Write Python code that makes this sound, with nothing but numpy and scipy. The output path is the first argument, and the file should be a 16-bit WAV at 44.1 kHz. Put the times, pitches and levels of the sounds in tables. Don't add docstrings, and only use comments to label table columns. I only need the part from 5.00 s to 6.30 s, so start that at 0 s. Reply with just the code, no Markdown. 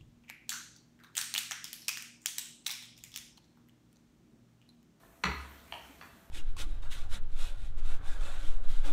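import sys
import numpy as np
from scipy import signal
from scipy.fft import rfft, irfft, next_fast_len
from scipy.io import wavfile
from scipy.ndimage import map_coordinates

SR = 44100
rng = np.random.default_rng(int(sys.argv[2]) if len(sys.argv) > 2 else 0)


def put_to_file(sound):
    columns = np.atleast_2d(sound).T
    safe = np.clip(columns, -1, 1)
    whole_steps = np.round(safe * 32767)
    wavfile.write(sys.argv[1], SR, whole_steps.astype(np.int16))


def how_loud(loudness_db):
    steps = np.asarray(loudness_db, float) / 20
    return 10 ** steps


N = 57330

# (time [s], level [dB], room share [dB], crack level [dB])
KNOCKS = [
    (.034, -51, -12.5, -44.5),
    (0.2376, -17, -9.5, -19),
    (.7232, -25.5, -10, -32),
    (1.0124, -36.5, -9.5, -41),
]


def pin_knocks():
    # (delay [s], level [dB])
    knock_contacts = [
        [(0, 0), (.003, -3), (.018, -6)],
        [(-.002, -24), (0, 0), (.0023, -2), (.0039, 0), (.0066, -9)],
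        [(0, -4), (.00068, 0), (.0031, -14)],
        [(-.0007, -6), (0, 0), (.0035, -3), (.0065, -8), (.0125, -5), (.021, -5)],
    ]
    # (frequency [Hz], width [Hz], level [dB])
    tick_modes = [(630, 310, 6.5), (1080, 66, 3.5), (1270, 120, 1), (1760, 150, 5.5)]
    landing_modes = [(1261, 46, -9.5), (417, 80, -12.5), (922, 86, -3), (1290, 357, 5), (1840, 157, 0),
                     (2180, 79, -5), (2550, 270, 3), (3380, 220, -9.5), (4082, 130, -2.5), (4570, 107, -11),
                     (5825, 190, -11.5), (6700, 470, -16), (7120, 440, -14.5), (8100, 660, -30)]
    clack_modes = [(673, 58, -1.5), (885, 119, 4), (1200, 440, -15), (1850, 206, -2.5), (2290, 122, 0.5),
                   (3088, 284, 4.5), (4460, 240, -13), (4590, 110, -12), (5660, 340, -22), (6750, 210, -22)]
    soft_clack_modes = [(700, 177, -6), (1050, 190, 3), (1360, 530, 7.5), (1890, 235, 5.5),
                        (2680, 250, -3.5), (3420, 84, -11), (4550, 200, -6.5), (6130, 400, -13)]
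    knock_modes = [tick_modes, landing_modes, clack_modes, soft_clack_modes]
    return sum(knock(*parts) for parts in zip(KNOCKS, knock_contacts, knock_modes))


def knock(row, contacts, modes):
    start_s, db, share_db, crack_db = row
    scatter_s, widen, crack_top_hz, crack_decay_s = 0.0003, 1.41, 7100, 0.0093
    wood = np.zeros(N)
    for k, (hz, width, mode_db) in enumerate(modes):
        clicks = np.zeros(N)
        for (delay, contact_db), (luck, lag) in zip(contacts, rng.uniform(-1, 1, (8, 2))):
            hit_s = start_s + delay + scatter_s * lag * (delay > 0.001)
            clicks[int(hit_s * SR)] = how_loud(contact_db + mode_db + 2 * luck)
        wood += (-1) ** k * wood_mode(clicks, hz, widen * width)

    t = np.arange(N) / SR - start_s
    lowpass = signal.butter(1, crack_top_hz, fs=SR, output="sos")
    crack = signal.sosfilt(lowpass, rng.standard_normal(N))
    crack = how_loud(crack_db) * crack * (t > 0) * np.exp(-np.abs(t) / crack_decay_s)

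    size = next_fast_len(2 * N)
    in_room = irfft(rfft(wood + crack, size) * rfft(room_response(share_db), size), size)[:N]
    return how_loud(db - 6.5) * in_room


def wood_mode(x, hz, width):
    softness = 5.9
    b, a = signal.iirpeak(hz, hz / (softness * width), fs=SR)
    return signal.lfilter(b, a, resonance(x, hz, width))


def resonance(x, hz, width):
    radius = np.exp(-np.pi * width / SR)
    angle = 2 * np.pi * hz / SR
    return signal.lfilter([0, np.sin(angle)], [1, -2 * radius * np.cos(angle), radius ** 2], x + 1e-18)


def room_response(share_db):
    # (delay [s], level [dB])
    wall_echoes = [(.0115, -11.5), (0.0165, -8.5), (0.026, -20), (.029, -17.5), (.039, -48)]
    # (frequency [Hz], t60 [s])
    tail_t60 = [(200, 0.47), (700, 0.46), (1400, 0.62), (2800, 0.52), (4500, 0.55), (7000, 0.3),
                (14000, 0.13)]
    # (frequency [Hz], level [dB])
    tail_colour = [(200, 18), (700, 5.5), (1400, 3), (2800, 2.5), (4500, 0), (7000, 5.5), (14000, 3)]
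    tail_start_s, tail_rise_s = 0.002, 0.012
    t = np.arange(N) / SR
    tail = np.zeros(N)
    for hz, band in bands(rng.standard_normal((2, N))):
        tail += how_loud(at_hz(tail_colour, hz) - 60 * t / at_hz(tail_t60, hz)) * band
    build_up = 1 - np.exp(-np.maximum(t - tail_start_s, 0) / tail_rise_s)
    response = how_loud(share_db - 23.5) * tail * build_up
    response[0] += 1
    for delay, db in wall_echoes:
        response[int(delay * SR)] += how_loud(db + share_db + 10.5)
    return response


def counter():
    # (delay [s], frequency [Hz], level [dB], t60 [s], build-up [s])
    boom_modes = [(0.029, 62, -29, .35, 0.032), (.03, 69.5, -32.5, .75, 0.028), (0, 66, -32.5, .3, 0.022),
                  (0, 144.3, -26, 0.24, 0.037), (0, 185.3, -29, 0.23, 0.0095), (0, 246.7, -48, .4, 0.0053),
                  (0, 331.3, -46.5, 0.36, 0.012), (0, 423, -30, 0.18, 0.021)]
    # (time [s], frequency [Hz], level [dB], t60 [s])
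    dough_presses = [(0.702, 67, -57.5, .4), (0.822, 69, -56, 0.65), (.89, 272, -49.5, 0.2),
                     (1.029, 88, -51, 0.15), (1.124, 67, -51, 0.19), (1.122, 250, -56.5, 0.17)]
    landing_s = KNOCKS[1][0]
    boom = sum(swell(landing_s + delay, *mode) for delay, *mode in boom_modes)
    presses = sum(swell(*press, 0.0034) for press in dough_presses)
    return boom + presses


def swell(start_s, hz, db, t60, rise_s):
    t = np.maximum(np.arange(N) / SR - start_s, 0)
    envelope = how_loud(db - 60 * t / t60) * (1 - np.exp(-t / rise_s)) ** 2
    return envelope * np.sin(2 * np.pi * hz * t)


def rustle():
    # (time [s], level [dB])
    roll_vigour = [(0, -73.5), (0.218, -76.5), (.27, -64), (.45, -61), (.62, -65.5), (.76, -63.5),
                   (1.0, -66), (1.25, -71.5), (1.3, -77)]
    # (frequency [Hz], level per Hz [dB])
    flour_colour = [(1500, 8.5), (3000, 0), (5000, -2.5), (7000, -5.5), (9500, -6.5), (12500, -8),
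                    (15500, -2.5)]
    grains_per_s, flour_db = 12000, 4.5
    grains = (rng.random((2, N)) < grains_per_s / SR) * rng.standard_normal((2, N))
    grains = signal.sosfilt(signal.butter(2, 1200, "high", fs=SR, output="sos"), grains)
    flour = how_loud(flour_db) * coloured(grains, flour_colour, patchy_db=2.5)

    rumble_band = signal.butter(2, [56, 470], "band", fs=SR, output="sos")
    rumble = unit(signal.sosfilt(rumble_band, rng.standard_normal(N)))

    times, levels = np.transpose(roll_vigour)
    return how_loud(np.interp(np.arange(N) / SR, times, levels)) * (flour + rumble)


def room_noise():
    # (frequency [Hz], level per Hz [dB])
    air_colour = [(25, -27), (45, -1.5), (90, -7.5), (250, -6), (450, -17.5), (1000, -15.5), (2500, -31),
                  (8000, -30)]
    air_db, whine_hz, whine_db, wander_rad = -62, 672, -69, 0.3
    whine = np.sin(2 * np.pi * whine_hz * np.arange(N) / SR + wander_rad * drift(2.6))
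    air = coloured(rng.standard_normal((2, N)), air_colour, patchy_db=1.4)
    return how_loud(air_db) * air + how_loud(whine_db) * whine


def coloured(white, spectrum, patchy_db):
    total = np.zeros(N)
    for hz, band in bands(white):
        total += how_loud(at_hz(spectrum, hz) + patchy_db * drift(9.9)) * band
    return unit(total)


def bands(white):
    edges = 25 * 2 ** np.arange(0, 9.5, 1 / 3)
    for k, (low, high) in enumerate(zip(edges, edges[1:])):
        bandpass = signal.butter(2, [low, high], "band", fs=SR, output="sos")
        yield np.sqrt(low * high), signal.sosfilt(bandpass, white[k % 2])


def drift(rate):
    knots = rng.standard_normal(400)
    return map_coordinates(knots, [np.arange(N) / SR * rate * 2], order=3)


def at_hz(points, hz):
    p = np.array(points)
    return np.interp(np.log(hz), np.log(p[:, 0]), p[:, 1])


def unit(x):
    return x / np.sqrt(np.mean(x ** 2) + 1e-20)


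def scene():
    return (pin_knocks() + counter() + rustle() + room_noise())[None]


def low_pass(x):
    return signal.sosfilt(signal.butter(12, 16450, fs=SR, output="sos"), x)


def record(dry):
    # (frequency [Hz], width [Hz], depth [0-1])
    mic_dips = [(4930, 640, 0.52), (10520, 410, 0.46)]
    for hz, width, depth in mic_dips:
        b, a = signal.iirpeak(hz, hz / width, fs=SR)
        dry = dry - np.clip(depth, 0, 1) * signal.lfilter(b, a, dry)
    mic_top_hz = 16250
    mix = signal.sosfilt(signal.cheby2(10, 50, mic_top_hz, fs=SR, output="sos"), dry)
    return low_pass(mix)


dry = scene()
out = record(dry)
put_to_file(out)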